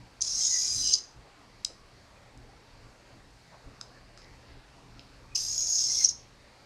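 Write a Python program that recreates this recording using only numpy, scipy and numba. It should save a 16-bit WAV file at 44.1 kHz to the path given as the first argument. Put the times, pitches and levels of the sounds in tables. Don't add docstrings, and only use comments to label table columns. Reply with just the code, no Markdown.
import sys
import numpy as np
from scipy import signal
from scipy.io import wavfile
from scipy.ndimage import uniform_filter1d
from numba import njit

SR = 44100
rng = np.random.default_rng(int(sys.argv[2]) if len(sys.argv) > 2 else 0)


def materialize(psi):
    bounded = np.clip(np.atleast_2d(psi).T, -1, 1)
    quanta = np.round(bounded * 32767).astype(np.int16)
    wavfile.write(sys.argv[1], SR, quanta)


N = 293558


def undb(db):
    return 10 ** (np.asarray(db) / 20)


def unit(x):
    return x / np.sqrt(np.mean(x ** 2))


def tone(hz):
    return np.sin(2 * np.pi * np.cumsum(hz) / SR)


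def decay(t, t60_s):
    return np.exp(-np.log(1000) * t / t60_s)


def walk(rate_hz, size=N):
    hold = int(SR / rate_hz)
    steps = np.repeat(rng.standard_normal(size // hold + 1), hold)
    return 1.3 * uniform_filter1d(uniform_filter1d(steps, hold), hold)[:size]


def ring(x, hz, width_hz):
    return signal.lfilter(*signal.iirpeak(min(hz, .45 * SR), hz / width_hz, fs=SR), x)


def noise_band(size, hz, width_hz):
    return unit(ring(ring(rng.standard_normal(size), hz, width_hz), hz, width_hz))


@njit
def glide(x, hz, width_hz):
    y = x.copy()
    for _ in range(2):
        band, low = 0., 0.
        for i in range(len(x)):
            g, damping = np.tan(np.pi * hz[i] / SR), width_hz / hz[i]
            v = (band + g * (y[i] - low)) / (1 + g * (g + damping))
            band, low, y[i] = 2 * v - band, low + 2 * g * v, damping * v
    return y


def waver(hz, width_hz):
    pole = np.exp(-np.pi * width_hz / SR)
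    slow = signal.lfilter([1], [1, -pole], rng.standard_normal((2, len(hz))))
    carrier = np.exp(2j * np.pi * np.cumsum(hz) / SR)
    return unit(((slow[0] + 1j * slow[1]) * carrier).real)


# t/s, level/dB (heard as swells about the mean below)
RUMBLE = [(0.0, -45), (0.09, -59), (0.65, -59.5), (0.78, -46), (1.11, -63.5), (1.18, -49), (1.3, -66),
          (1.39, -57), (2.35, -60.5), (2.39, -49), (2.65, -61.5), (2.89, -52), (2.95, -63), (3.15, -51),
          (3.21, -57), (3.63, -62), (3.67, -46.5), (3.74, -58), (4.51, -55.5), (4.56, -48), (4.65, -66),
          (4.99, -49.5), (5.04, -58), (6.17, -56.5), (6.34, -59.5), (6.66, -61)]
RUMBLE_MEAN_DB, RUMBLE_FLUTTER_DB = -58.5, 1.5


def rumble_swell(t):
    return np.interp(t, *np.transpose(RUMBLE)) - RUMBLE_MEAN_DB + RUMBLE_FLUTTER_DB * walk(9)


# f/Hz, density/dB per Hz
HISS_SPECTRUM = [(15, -29), (25, -2), (50, -4.5), (91, -10), (150, -12.5), (300, -15.5), (450, -15),
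                 (900, -16.5), (1330, -21), (1900, -20), (2500, -22.5), (3570, -30.5), (4300, -20),
                 (5200, -27.5), (8560, -36.5), (13000, -49.5), (15000, -72.5)]
HISS_DB, RUMBLE_EDGE_HZ = -54.5, 198


def hiss(swell_db):
    out, (hz_at, db_at) = 0, np.transpose(HISS_SPECTRUM)
    for hz in 25 * 2 ** np.arange(0, 9.3, 1 / 4):
        band_db = np.interp(np.log(hz), np.log(hz_at), db_at) + 10 * np.log10(hz)
        bass_db = swell_db / (1 + (hz / RUMBLE_EDGE_HZ) ** 2)
        patch_db = 3 * walk(11) / (1 + hz / 6000)
        out = out + noise_band(N, hz, hz / 4) * undb(band_db + bass_db + patch_db)
    return unit(out) * undb(HISS_DB)


# f/Hz, rms level/dB
HUM = [(120, -66), (278, -74.5)]


def hum(swell_db):
    out = 0
    for hz, db in HUM:
        level_db = db + 1.01 * swell_db + 0.525 * walk(2.2)
        out = out + np.sqrt(2) * undb(level_db) * tone(hz + 2.48 * walk(9.5))
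    return out


# t/s, level/dB, f/Hz, width/Hz, length/s
RUSTLES = [(1.27, -57, 584, 600, 0.032), (1.713, -57, 507, 500, 0.022), (2.171, -65.5, 2490, 248, 0.021),
           (3.122, -62.5, 580, 596, 0.063), (3.542, -55, 780, 814, 0.028), (3.901, -60.5, 580, 596, 0.067),
           (3.969, -61.5, 1720, 250, 0.028), (4.21, -62, 5040, 900, 0.04), (4.266, -63, 2010, 350, 0.044),
           (5.325, -64, 2480, 120, 0.04)]


def rustles(t):
    out = np.zeros(N)
    for at, db, hz, width_hz, length in RUSTLES:
        near = slice(int(at * SR) - SR // 4, int(at * SR) + SR // 4)
        puff = np.exp(-((t[near] - at) / length) ** 2)
        out[near] += undb(db) * noise_band(SR // 2, hz, width_hz) * puff
    return out


ROOM_T60_S, ROOM_DB, ROOM_GAP_S, ROOM_TOP_HZ = 0.33, -11, 0.012, 12000
EARLY_T60_S, EARLY_DB = 0.098, 5


def room(x):
    t = np.arange(SR // 2) / SR
    fall = decay(t, ROOM_T60_S) + undb(EARLY_DB) * decay(t, EARLY_T60_S)
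    arrival = np.where(t < ROOM_GAP_S, .5, 1) * (t > .001)
    tail = rng.standard_normal(len(t)) * fall * arrival
    tail = signal.lfilter(*signal.butter(1, ROOM_TOP_HZ, fs=SR), tail)
    return undb(ROOM_DB) * signal.fftconvolve(x, tail / np.linalg.norm(tail))[:N]


# t/s, level/dB (before tilt and mode levels), tilt/dB per octave, thud level/dB,
# level toward the walls/dB (relative to direct)
TICKS = [(1.647, -25, 17.5, -72, -4), (1.6483, -30, 8, -70, -3), (1.6488, -17, -3, -68, -5.5),
         (1.6498, -21.5, 1.5, -70, -1.5), (2.375, -52, 18, -85, -2), (3.8113, -38, -6, -60, 2),
         (3.8121, -29.5, -1, -39.5, -1), (4.1751, -43.5, 0, -48, 8), (4.184, -50, 0, -79, -1),
         (4.2, -55, 0, -80, 3), (4.218, -48, -8, -77, 3), (4.229, -60, 0, -80, 3),
         (4.245, -50, -13, -79, 0), (4.9938, -44.5, -24, -84, 4), (4.9942, -56, -10, -76, 7)]
# f/Hz, level/dB, t60/s
TICK_MODES = [(2800, -19, .004), (3950, -7, .004), (5100, 0, .0042), (6300, -5, .0032), (7550, -9, .003),
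              (8800, -16, .0025), (10300, -27, .002), (13500, -43, .001)]
TICK_PIVOT_HZ, THUD_HZ, THUD_S = 5500, 1370, 0.00074
TICK_CONTACT_S = 0.0004


def ticks(t):
    out = np.zeros((2, N))
    for at, db, tilt_db, thud_db, walls_db in TICKS:
        near = slice(int(at * SR) + 1, int(at * SR) + SR // 20)
        age = t[near] - at
        thud_shape = age / THUD_S * np.exp(1 - age / THUD_S)
        tick = undb(thud_db) * np.sin(2 * np.pi * THUD_HZ * age) * thud_shape
        for hz, mode_db, t60_s in TICK_MODES:
            level_db = db + mode_db + tilt_db * np.log2(hz / TICK_PIVOT_HZ)
            shape = (1 - np.exp(-age / TICK_CONTACT_S)) ** 3 * decay(age, t60_s)
            tick += undb(level_db) * np.sin(2 * np.pi * hz * age) * shape / shape.max()
        out[:, near] += np.outer([1, undb(walls_db)], tick)
    return out


# t/s, peak level/dB, f/Hz (at the peak), length/s
KNOCKS = [(.209, -25, 6000, .001), (0.217, -20.5, 6200, 0.0019), (0.222, -17.5, 6510, 0.0022),
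          (0.933, -16, 5800, 0.0016), (.938, -12.5, 6700, 0.002), (0.9394, -11, 4880, 0.0022),
          (0.9445, -14.5, 4970, 0.0016), (0.953, -29, 5000, 0.00073), (5.355, -22, 5140, 0.0041),
          (5.361, -34, 2800, 0.0016), (5.362, -20, 5000, 0.0027), (5.597, -28, 6550, 0.003),
          (5.604, -26, 6500, 0.003), (6.043, -19, 6500, .003), (6.046, -13, 6170, .0013),
          (6.0485, -7.5, 5700, .0024), (6.053, -12.5, 6100, 0.00092), (6.056, -18.5, 6350, 0.0015),
          (6.0586, -15, 6200, .001), (6.0608, -19, 5900, .001), (6.064, -25, 6340, .0015),
          (6.0886, -17, 6450, .0009), (6.0904, -17, 6450, .0009), (6.0923, -17.5, 6250, 0.0009)]
KNOCK_FALL_HZ_PER_S = 104000
KNOCK_RISE_SHARE = 0.68
RATTLE_DB, RATTLE_PER_DB = 14.5, 0.67


def knocks(t):
    rattle, rings = np.ones(len(t)), np.zeros(len(t))
    for at, db, hz, length in KNOCKS:
        age = t - at
        blow = np.exp(-np.maximum(-age / KNOCK_RISE_SHARE, age) ** 2 / length ** 2)
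        cycles = (hz - KNOCK_FALL_HZ_PER_S / 2 * age) * age
        rattle += undb(RATTLE_DB + RATTLE_PER_DB * db) * blow
        rings += undb(db) * blow * np.sin(2 * np.pi * cycles)
    return rattle, rings


# motor on t/s, braking t/s, at rest t/s, from/degrees, to/degrees, tooth rate f/Hz,
# body level/dB, edge level/dB, top level/dB
SWINGS = [(0.2075, 0.936, 0.995, 0.55, 185, 2021, 4, 2, -1),
          (5.348, 6.053, 6.125, 169, 8.2, 2106, 1.5, -3.5, 2.5)]
START_SAG, RUN_UP_S = .055, .13


def motion(t):
    running, driven, angle, tooth_hz, face_db, sag = 0, 0, 0, 0, 0, 0
    for on, brake, rest, start_deg, end_deg, hz, *db in SWINGS:
        now = (t > on) & (t < rest)
        running = running + np.clip((t - on) / 0.0052, 0, 1) * np.clip((rest - t) / 0.0096, 0, 1)
        driven = driven + now * np.clip((brake - t) / 0.0048, 0, 1)
        angle = angle + now * np.interp(t, [on, brake], [start_deg, end_deg])
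        tooth_hz = tooth_hz + now * hz
        face_db = face_db + np.outer(db, now)
        sag = sag + now * START_SAG * np.exp(-np.abs(t - on) / RUN_UP_S)
    return running, driven, angle, tooth_hz, face_db, sag


# f/Hz, depth/0-1
SHAFTS = [(64, .2), (35, .18), (200, .08)]


def chatter(n, hits_hz=9000):
    hits = (rng.random(n) < hits_hz / SR) * rng.standard_normal(n)
    for hz, depth in SHAFTS:
        hits = hits * (1 + depth * tone(hz * (1 + 0.05 * walk(8.5, n))))
    return unit(hits)


MODE_WANDER, MODE_DRIFT_DB = .007, 1.5


def face(hits, modes, rattle, centre_hz):
    out, n = 0, len(hits)
    for k, (hz, width_hz, db) in enumerate(modes):
        level = undb(db + MODE_DRIFT_DB * walk(30, n)) / np.sqrt(width_hz)
        mode_hz = (centre_hz + hz) * (1 + MODE_WANDER * walk(20, n))
        out = out + (-1) ** k * level * glide(hits, mode_hz, 1.33 * width_hz)
    return unit(out) * np.sqrt(np.mean(rattle ** 2))


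# f/Hz, width/Hz, level/dB (relative within a face)
BODY = [(2930, 500, 5), (3450, 500, 4), (4100, 450, 17), (4500, 450, 17)]
EDGE = [(7210, 450, 4.5), (8430, 760, -7), (9160, 370, -6.5), (9880, 1100, -6.5)]
TOP = [(11300, 2200, 8), (12900, 1200, 0), (14070, 900, -1.5)]
# f/Hz from the sliding centre, width/Hz, level/dB
LOWER_RING = [(-400, 430, -5.5), (-80.5, 510, -2.5), (251.5, 480, -0.5), (579.5, 480, -5.5)]
UPPER_RING = [(-350, 490, -1.4), (-2, 350, -1.6), (230.5, 290, -1.5)]
# t/s, lower f/Hz, upper f/Hz
RING_CENTRES = [
    [(.23, 5170, 6540), (.45, 5350, 6490), (.66, 5090, 6540), (.82, 4976, 6166), (.93, 5063, 6150)],
    [(5.38, 5080, 6235), (5.5, 5320, 6470), (5.6, 5380, 6550), (5.75, 5350, 6494), (5.86, 5410, 6330),
     (6.04, 5460, 6365)],
]
ANGLES_DEG = [0, 30, 60, 90, 120, 150, 180]
UPPER_DB = [-2.5, 1, 2, 4, 0.5, -1, 1.5]
BODY_DB = [-13.5, -19.5, -16.5, -19.5, -14.5, -16.5, -14]
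EDGE_DB = [-11.5, -14.5, -14, -13.5, -11, -8, -17.5]
TOP_DB = [-37, -31, -31.5, -25, -26.5, -23, -39]


def case(t, hits, rattle, angle, face_db):
    def facing(db):
        return np.interp(angle, ANGLES_DEG, db)

    at, lower_at, upper_at = np.vstack(RING_CENTRES).T
    body_db, edge_db, top_db = face_db
    faces = ((LOWER_RING, 0, np.interp(t, at, lower_at)),
             (UPPER_RING, facing(UPPER_DB), np.interp(t, at, upper_at)),
             (BODY, facing(BODY_DB) + body_db, 0),
             (EDGE, facing(EDGE_DB) + edge_db, 0),
             (TOP, facing(TOP_DB) + top_db, 0))
    return sum(undb(db) * face(hits, modes, rattle, centre_hz) for modes, db, centre_hz in faces)


OVERTONES_DB = [-9, -0.5, -15]
TOOTH_FLICKER_DB, TOOTH_WOBBLE, TOOTH_BLUR_HZ = 2.5, .012, 40


def tooth_whine(tooth_hz, tone_db, overtone_db):
    n = len(tooth_hz)
    tooth_hz = tooth_hz * (1 + TOOTH_WOBBLE * walk(20, n))
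    levels_db = [tone_db + TOOTH_FLICKER_DB * walk(40, n)] + [overtone_db + db for db in OVERTONES_DB]
    out = 0
    for multiple, db in enumerate(levels_db, start=1):
        out = out + undb(db) * waver(multiple * tooth_hz, TOOTH_BLUR_HZ * multiple ** 1.25)
    return out


STEADY_BELOW_HZ = 115


def sing(hits, hz, width_hz):
    steady = np.clip(1 - width_hz / STEADY_BELOW_HZ, 0, 1)
    rough = unit(glide(hits, hz, width_hz))
    return np.sqrt(1 - steady) * rough + np.sqrt(2 * steady) * tone(hz)


# f/Hz (before sag and wander), width/Hz,
# facing/degrees, beam half-width/degrees, level out/dB, level back/dB (both before flicker)
WALL_MODES = [(2460, 190, 120, 20, -59.5, -68), (2750, 300, 18, 23, -66, -73),
              (2770, 300, 149, 36.7, -74, -68), (2956, 210, 173, 17, -50.5, -57),
              (3214, 160, 62, 11, -55, -69.5), (3520, 160, 25, 19, -61, -56),
              (3824, 150, 65, 14, -49.5, -66), (4050, 126, 167, 20, -45.5, -62),
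              (4350, 120, 108, 14, -50.5, -66), (4240, 120, 38, 21, -62, -53), (4865, 45, 56, 57, -44, -50),
              (4945, 46, 142, 52, -35.5, -60.5), (5060, 46, 140, 34, -60.5, -44),
              (5260, 65, 45, 48, -40, -38), (5688, 120, 44, 30, -43.5, -41.5),
              (6100, 90, 160, 34, -41.5, -46), (6450, 90, 55, 44, -43, -37),
              (6710, 90, 86, 60, -41.5, -36.5), (7470, 120, 160, 39, -46, -50),
              (7600, 160, 60, 15, -41, -51), (8100, 140, 54, 16, -51, -55),
              (8410, 140, 158, 39, -55, -54.5), (9370, 140, 59, 36, -60, -64),
              (10030, 140, 139, 21, -54.5, -64)]
WALL_WANDER, WALL_FLICKER_DB = .003, 2
COAST_DB = -11.5


def singing_walls(t, teeth, angle, driven, sag):
    out, n = 0, len(t)
    coast = driven + (1 - driven) * undb(COAST_DB)
    for hz, width_hz, toward_deg, beam_deg, out_db, back_db in WALL_MODES:
        swell = np.sqrt((1 - ((angle - toward_deg) / beam_deg) ** 2).clip(0))
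        level = undb(np.where(t < SWINGS[1][0], out_db, back_db) + WALL_FLICKER_DB * walk(70.1, n))
        mode_hz = hz * (1 - sag + WALL_WANDER * walk(25, n))
        out = out + level * swell * coast * sing(teeth, mode_hz, width_hz)
    return out


# t/s, chatter level/dB, tooth tone level/dB, overtone level/dB
DRIVE = [(.245, -37, -100, -53), (.4, -35, -59, -41), (.45, -31.5, -70, -39), (.5, -34, -60, -46),
         (.56, -33.5, -51, -47), (.61, -32.5, -64, -47.5), (.66, -33, -61, -54), (.72, -35.5, -70.5, -49),
         (.79, -37.5, -64, -38), (.87, -32, -75, -44.5), (.95, -32, -79, -39), (.975, -42, -76, -41),
         (.995, -34, -76, -41), (5.385, -34.5, -91, -43), (5.45, -38, -90, -56), (5.58, -36, -79, -53.5),
         (5.66, -37, -89, -46.5), (5.8, -30.5, -83, -51), (5.9, -34, -60, -43.5), (5.95, -31.5, -70.5, -42),
         (6.01, -31.5, -50, -40), (6.068, -35.5, -68.5, -29), (6.083, -40.5, -68, -35),
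         (6.097, -35, -68, -36), (6.12, -45, -57, -36.5)]
KNOCK_WALLS_DB = -5


def servo(t):
    at, *columns = np.transpose(DRIVE)
    chatter_db, tone_db, overtone_db = (np.interp(t, at, column) for column in columns)
    running, driven, angle, tooth_hz, face_db, sag = motion(t)
    rattle, rings = knocks(t)
    teeth = chatter(len(t))
    body = undb(chatter_db) * case(t, teeth * rattle, rattle, angle, face_db)
    whine = driven * tooth_whine(tooth_hz, tone_db, overtone_db)
    walls = singing_walls(t, teeth, angle, driven, sag)
    return running * (body + whine + walls) + np.outer([1, undb(KNOCK_WALLS_DB)], rings)


def scene():
    t = np.arange(N) / SR
    swell_db = rumble_swell(t)
    background = hiss(swell_db) + hum(swell_db) + rustles(t)
    dry_ticks, wall_ticks = ticks(t)
    moving = sum((t > on - .02) & (t < rest + .02) for on, _, rest, *_ in SWINGS) > 0
    motor = np.zeros((2, N))
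    motor[:, moving] = servo(t[moving])
    echo = room(motor[1] + wall_ticks)
    return (background + echo + dry_ticks + motor[0])[None]


TOP_HZ = 15700


def record(dry):
    return signal.sosfilt(signal.ellip(10, .2, 70, TOP_HZ, fs=SR, output="sos"), dry)


dry = scene()
out = record(dry)
materialize(out)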